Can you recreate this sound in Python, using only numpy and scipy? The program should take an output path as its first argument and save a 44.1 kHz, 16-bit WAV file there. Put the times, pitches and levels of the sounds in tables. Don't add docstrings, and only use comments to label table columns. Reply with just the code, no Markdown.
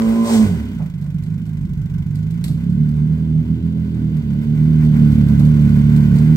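import sys
import numpy as np
from scipy import signal
from scipy.fft import rfft, irfft, next_fast_len
from scipy.io import wavfile
from scipy.ndimage import uniform_filter1d

SR = 44100
rng = np.random.default_rng(int(sys.argv[2]) if len(sys.argv) > 2 else 0)


def store_pcm(level_fs):
    pcm = np.round(np.clip(level_fs, -1, 1) * 32767).astype(np.int16)
    wavfile.write(sys.argv[1], SR, np.atleast_2d(pcm).T)


N = 280476

# frequency in Hz, relative density in dB per Hz.
RUMBLE_COLOUR = [(15, -41.5), (30, -24), (55, -4), (130, -7.5), (300, -12.5), (600, -44), (1200, -75)]
RUSH_COLOUR = [(300, -13), (700, 10), (1500, -6.5), (3500, -3.5), (6000, -5), (8500, -2.5), (11000, -10.5),
               (16000, -17.5)]
RATTLE_COLOUR = [(250, -14), (450, -3), (620, -1), (760, -5), (980, 0), (1280, -8), (1490, 3), (1750, -8),
                 (2080, 1), (2210, -5), (2340, -1), (2700, -10), (4000, -20)]
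HISS_COLOUR = [(1500, -8), (3000, 22), (4500, 7.5), (4670, 17), (4850, -1), (6500, -5.5), (9000, -13),
               (12000, -16.5), (14000, -12), (16000, -15.5)]
TICK_COLOUR = [(1500, -17.5), (3000, 11), (4700, 0.5), (7000, 1), (9000, -6), (12000, 0), (14000, -12),
               (16000, -4.5)]
# time in seconds, level in dB.
RUSH_LEVEL = [(0.0, -43), (0.23, -43.5), (0.265, -32), (0.344, -26), (0.564, -50), (0.75, -68), (.95, -96)]

# start in seconds, crack level in dB, thud level in dB, both before the decay.
KNOCKS = [(0.047, -44, -60), (0.157, -44, -60), (0.7907, -65, -35.5), (1.012, -50, -54), (1.0407, -50, -47),
          (1.2351, -45, -55), (1.4627, -48, -50), (2.155, -42, -50), (2.308, -44, -65),
          (2.4401, -26.5, -44), (2.48, -35, -45), (2.698, -46.5, -61), (2.8886, -49, -67),
          (3.9449, -50, -46), (4.169, -49, -52.5), (4.4334, -48, -56.5), (4.8482, -42.5, -38),
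          (5.034, -49, -48), (5.1178, -41, -47), (5.148, -44, -48), (5.2848, -40, -42), (5.3942, -36, -36),
          (5.449, -39.5, -43), (5.609, -43, -51.5), (5.6919, -41, -44.5), (5.962, -35.5, -41),
          (6.1567, -38.5, -43), (6.1844, -35.5, -36)]
# frequency in Hz, width in Hz, relative level in dB.
KNOCK_MODES = [(4330, 990, 3), (7450, 2500, -3.5), (11000, 2400, -1), (2300, 1200, -1.5)]

# time in seconds, turns per second in Hz.
CRANK = [(0.0, 55.92), (0.28, 57.47), (0.43, 54.45), (0.49, 47.5), (0.6, 37.25), (0.8, 26.53),
         (0.99, 24.18), (1.26, 25.21), (1.38, 26.86), (1.7, 24.16), (2.0, 24.18), (2.1, 23.56),
         (2.21, 25.52), (2.48, 29.88), (2.81, 37.78), (2.92, 36.87), (3.2, 39.91), (3.35, 38.96),
         (3.65, 41.28), (3.9, 40.78), (4.16, 38.96), (4.29, 35.67), (4.68, 39.06), (5.14, 36.66),
         (5.37, 35.19), (5.48, 38.06), (5.66, 36.26), (6.0, 37.26), (6.12, 35.3), (6.24, 38.43),
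         (6.36, 39.4)]
# time in seconds, effort in dB over the idle,
# odd crank orders in dB against the even ones.
EFFORT = [(0, 14, -21), (.23, 14, -21.5), (.35, 17.5, -19), (.55, 11, -11), (.92, -2.5, -1),
          (1.6, -2.5, -4.5), (2.3, 0, -8.5), (2.7, 1, -2.5), (3.3, 1, -2.5), (4.1, 1.5, -1), (4.6, 5.5, -3),
          (5.05, 11.5, -4), (5.2, 10.5, -8), (6.36, 11.5, 0.5)]
# frequency in Hz, relative gain in dB.
THUMP_BAND = [(38, -40), (48, -6), (75, -4), (105, 1.5), (125, -5.5), (140, -34)]
BOOM_BAND = [(120, -30.5), (135, -3), (152, 6.5), (175, 4), (198, -8), (212, -37)]
DRONE_BAND = [(188, -25.5), (205, -1.5), (225, 3.5), (242, -5), (265, -18.5), (300, -13.5), (330, -22),
              (350, -31.5)]
SNARL_BAND = [(320, -33), (345, -8.5), (385, -1), (410, 8.5), (435, 0), (460, -8), (500, -8.5), (570, -8.5),
              (640, -15.5), (900, -25.5), (1030, -12), (1130, -28), (1250, -20.5)]
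# time in seconds, thump in dB, boom in dB, drone in dB.
PIPE_LEVELS = [(0.0, -35.5, -35, -13.5), (0.22, -39, -31.5, -13), (0.41, -30.5, -52.5, -9),
               (0.45, -15.5, -26.5, -10.5), (0.49, -19.5, -16, -28.5), (0.55, -25.5, -17, -25.5),
               (0.61, -20, -45.5, -24.5), (0.72, -31, -27.5, -24), (0.83, -28.5, -20, -33.5),
               (0.95, -32, -24, -42), (1.19, -27.5, -20.5, -39), (1.45, -29, -23.5, -31),
               (1.85, -23.5, -20.5, -38), (2.4, -26, -20, -33.5), (2.8, -26, -14.5, -22),
               (3.1, -25.5, -14, -26), (3.55, -23, -13.5, -24), (3.75, -24, -20.5, -24),
               (4.02, -23.5, -16.5, -23.5), (4.16, -25, -14, -25), (4.4, -26.5, -17.5, -21.5),
               (4.6, -24.5, -12.5, -20.5), (5.05, -21.5, -10, -14), (5.15, -15.5, -12.5, -13),
               (5.5, -19.5, -9, -16), (5.67, -17, -11.5, -14), (6.36, -20, -9.5, -17)]
# centre in seconds, change in dB, bell spread (sigma) in seconds.
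BOOM_SAGS = [(2.621, -4, .03), (2.94, -5, 0.022), (3.232, -5.5, .05), (3.458, -21, 0.021),
             (3.588, -15.5, 0.033), (3.879, -8.5, 0.023), (4.001, -7.5, 0.055), (4.231, -11.5, 0.023),
             (4.45, -16, 0.015)]
# centre in seconds, bell spread (sigma) in seconds.
STUMBLE = (.28, 0.022)
# centre in seconds, change in dB.
MISFIRES = [(0.921, -9), (1.263, -11), (1.758, -10), (1.88, -16.5), (2.047, -16), (2.456, -8),
            (4.221, -13.5), (5.144, -7), (5.172, -6), (5.256, -7), (5.284, -7.5), (5.369, -6.5),
            (5.418, -4), (5.689, -8), (5.722, -2), (5.826, -6), (6.094, -4.5), (6.186, -6.5)]

# frequency in Hz, phase in radians by which left leads.
STEREO_PHASE = [(0, 0), (520, 0.5), (1380, 0.6), (2150, 1.9), (6890, 8.2), (7670, 6.6), (8870, 6.1),
                (9730, 3.3), (10600, 3.0), (11800, 0.1), (13000, -0.3), (13700, -3.2), (14600, -3.2),
                (15500, -6.5)]
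# frequency in Hz, left minus right in dB.
STEREO_BALANCE = [(60, 3), (110, -5.5), (200, -3.5), (380, -2.5), (700, 0.5), (1290, 0), (2380, -2),
                  (4400, -1), (8120, 0), (15000, -0.5)]
# frequency in Hz, gain in dB.
SCATTER_GAIN = [(60, -30), (150, -27.5), (400, -8.5), (1000, 0.5), (3000, -10), (5500, -0.5), (8000, -9.5),
                (16000, -26.5)]

IDLE_HZ = 25
RUMBLE_DB = -19
RATTLE_DB = -54.5
HISS_DB, HISS_DB_PER_EFFORT_DB = -56.5, 0.74
IDLE_TICK, TICK_POWER = 0.75, 2.4
SNARL_DB, SNARL_DB_PER_EFFORT_DB, SNARL_DB_PER_OCTAVE = -54.5, 0.75, 13
STUMBLE_DRONE_DB, STUMBLE_SNARL_DB = -10.5, 4.5
IDLE_ROUGH, ROUGH_HALVES_DB = 0.24, 7
COAST_HZ_PER_S = 400
STROKE_SCATTER_DB = 2


def undb(db):
    return 10 ** (np.asarray(db) / 20)


def unit(x):
    return x / np.sqrt(np.mean(x ** 2))


def steady(x, span_s):
    size = int(span_s * SR)
    power = uniform_filter1d(uniform_filter1d(x ** 2, size), size)
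    return x / np.sqrt(power + 1e-18)


def curves(table):
    s, *columns = np.transpose(table)
    return [np.interp(np.arange(N) / SR, s, column) for column in columns]


def bell(centre_s, spread_s):
    return np.exp(-0.5 * ((np.arange(N) / SR - centre_s) / spread_s) ** 2)


def wander(rate):
    knots = rng.standard_normal((2, int(N / SR * rate) + 2))
    place = np.arange(N) / SR * rate
    real, imag = [np.interp(place, np.arange(knots.shape[1]), row) for row in knots]
    return (real + 1j * imag) * np.sqrt(3 / 4)


def on_log(table, size=N):
    hz, value = np.transpose(table)
    return np.interp(np.log(np.fft.rfftfreq(size, 1 / SR) + 1), np.log(hz + 1), value)


def noise_pair(colour):
    gain = undb(on_log(colour))
    return np.array([unit(irfft(rfft(rng.standard_normal(N)) * gain, N)) for _ in range(2)])


def ring(x, modes):
    out = 0
    for k, (hz, width_hz, db) in enumerate(modes):
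        b, a = signal.iirpeak(hz, hz / width_hz, fs=SR)
        out = out + (-1) ** k * undb(db) * signal.lfilter(b, a, x)
    return out


def chassis_rumble(note):
    note_level = np.sqrt(uniform_filter1d(note ** 2, int(0.15 * SR)))
    return undb(RUMBLE_DB) * note_level * noise_pair(RUMBLE_COLOUR)


def air_rush():
    return undb(curves(RUSH_LEVEL)[0]) * noise_pair(RUSH_COLOUR)


def knocks(crack_s=0.0039, tail_s=0.054, tail_db=-13, thud_s=0.033, rise_s=0.00092, swell_s=0.01):
    t = np.arange(int(0.2 * SR)) / SR
    crack_shape = np.exp(-t / crack_s) + undb(tail_db) * np.exp(-t / tail_s)
    crack_shape = crack_shape * (1 - np.exp(-t / rise_s))
    thud_shape = np.exp(-t / thud_s) * (1 - np.exp(-t / swell_s))
    thud_mode = [(600, 600, 0)]  # Hz, width in Hz, dB
    out = np.zeros(N + len(t))
    for s, crack_db, thud_db in KNOCKS:
        burst = rng.standard_normal((2, len(t)))
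        crack = unit(ring(burst[0], KNOCK_MODES)) * crack_shape
        thud = unit(ring(ring(burst[1], thud_mode), thud_mode)) * thud_shape
        start = int(s * SR)
        out[start:start + len(t)] += undb(crack_db) * crack + undb(thud_db) * thud
    return out[:N]


def gas_puffs(turns, hz, lag=0.064, decay_s=0.011, second_db=-9):
    half_turns = 2 * (turns + lag)
    k = half_turns.astype(int)
    scatter_db = 1.5 * rng.standard_normal(k[-1] + 1)[k]
    age_s = (half_turns - k) / (2 * hz)
    puff = undb(second_db * (k % 2) + scatter_db) * np.exp(-age_s / decay_s)
    return steady(uniform_filter1d(puff, int(0.0024 * SR)), 0.16)


def gas_hiss(effort_db, tick_share, puff):
    gas = undb(HISS_DB + HISS_DB_PER_EFFORT_DB * effort_db)
    hiss = gas * np.sqrt(1 - tick_share) * noise_pair(HISS_COLOUR)
    tick = gas * np.sqrt(tick_share) * puff * noise_pair(TICK_COLOUR)
    return hiss + tick


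def case_rattle(effort_db, tick_share, puff):
    throb = 1 + 0.51 * tick_share * uniform_filter1d(puff, int(0.004 * SR))
    level = undb(RATTLE_DB + effort_db) * throb * undb(2.0 * wander(30).real)
    return level * noise_pair(RATTLE_COLOUR)


def roughness(hz, effort_db):
    rough = IDLE_ROUGH * 0.5 ** (effort_db / ROUGH_HALVES_DB) * IDLE_HZ / hz
    slowing = uniform_filter1d(-np.gradient(hz) * SR, SR // 20)
    return rough + np.clip(slowing / COAST_HZ_PER_S, 0, 1)


def pipe_levels(hz, effort_db):
    thump_db, boom_db, drone_db = curves(PIPE_LEVELS)
    boom_db = boom_db + sum(db * bell(s, spread_s) for s, db, spread_s in BOOM_SAGS)
    snarl_db = SNARL_DB + SNARL_DB_PER_EFFORT_DB * effort_db
    snarl_db = snarl_db + SNARL_DB_PER_OCTAVE * np.log2(hz / IDLE_HZ)
    stumble = bell(*STUMBLE)
    return thump_db, boom_db, drone_db + STUMBLE_DRONE_DB * stumble, snarl_db + STUMBLE_SNARL_DB * stumble


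def misfires(spread_s=0.0043):
    return undb(sum(db * bell(s, spread_s) for s, db in MISFIRES))


def stroke_strength(turns, rough):
    stroke = (2 * turns).astype(int)
    strength_db = STROKE_SCATTER_DB * np.sqrt(rough) * rng.standard_normal(stroke[-1] + 1)[stroke]
    return undb(uniform_filter1d(strength_db, SR // 150))


def exhaust(hz, turns, odd_db, rough, pipes_db, drift_rate=13, blur_hz=260, count=24):
    pipes = np.zeros((4, N))
    even, odd = 1, np.exp(-1.4j) * undb(odd_db)
    for k in range(1, count + 1):
        blur = np.clip(rough * (1 + (k * hz / blur_hz) ** 2), 0, 0.85)
        regular = np.sqrt(1 - blur) * (odd if k % 2 else even)
        uneven = np.sqrt(blur) * wander(drift_rate * (1 + k / 8))
        wave = np.real((regular + uneven) * np.exp(2j * np.pi * k * turns))
        for j, band in enumerate([THUMP_BAND, BOOM_BAND, DRONE_BAND, SNARL_BAND]):
            band_hz, band_db = np.transpose(band)
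            gain_db = np.interp(np.log(k * hz), np.log(band_hz), band_db, left=-90, right=-90)
            pipes[j] += wave * undb(gain_db)
    return sum(undb(db) * steady(pipe, 0.093) for pipe, db in zip(pipes, pipes_db))


def engine():
    (hz,), (effort_db, odd_db) = curves(CRANK), curves(EFFORT)
    turns = np.cumsum(hz) / SR
    rough = roughness(hz, effort_db)
    note = exhaust(hz, turns, odd_db, rough, pipe_levels(hz, effort_db))
    note = note * misfires() * stroke_strength(turns, rough)
    tick_share = np.clip(IDLE_TICK * (IDLE_HZ / hz) ** TICK_POWER, 0, 1)
    puff = gas_puffs(turns, hz)
    notes = np.array([note, np.roll(note, int(0.021 * SR))])
    background = chassis_rumble(note) + air_rush()
    return background + case_rattle(effort_db, tick_share, puff) + gas_hiss(effort_db, tick_share, puff) + notes


def scene():
    size = next_fast_len(N + SR // 10)
    direct, scattered = rfft(np.array([knocks(), knocks()]) + engine(), size)
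    hz, lead = np.transpose(STEREO_PHASE)
    turn = np.exp(0.5j * np.interp(np.fft.rfftfreq(size, 1 / SR), hz, lead))
    side = turn * undb(on_log(STEREO_BALANCE, size=size) / 2)
    scattered = scattered * undb(on_log(SCATTER_GAIN, size=size))
    left, right = (direct + scattered) * side, (direct - scattered) / side
    return irfft([left, right], size)[:, :N]


def record(dry):
    bass_cut = signal.butter(2, 35, "high", fs=SR, output="sos")
    top_cut = signal.ellip(10, 0.2, 80, 15800, fs=SR, output="sos")
    thinned = signal.sosfilt(bass_cut, dry)
    rounded = np.tanh(0.57 * thinned) / 0.61
    return signal.sosfilt(top_cut, rounded)


dry = scene()
out = record(dry)
store_pcm(out)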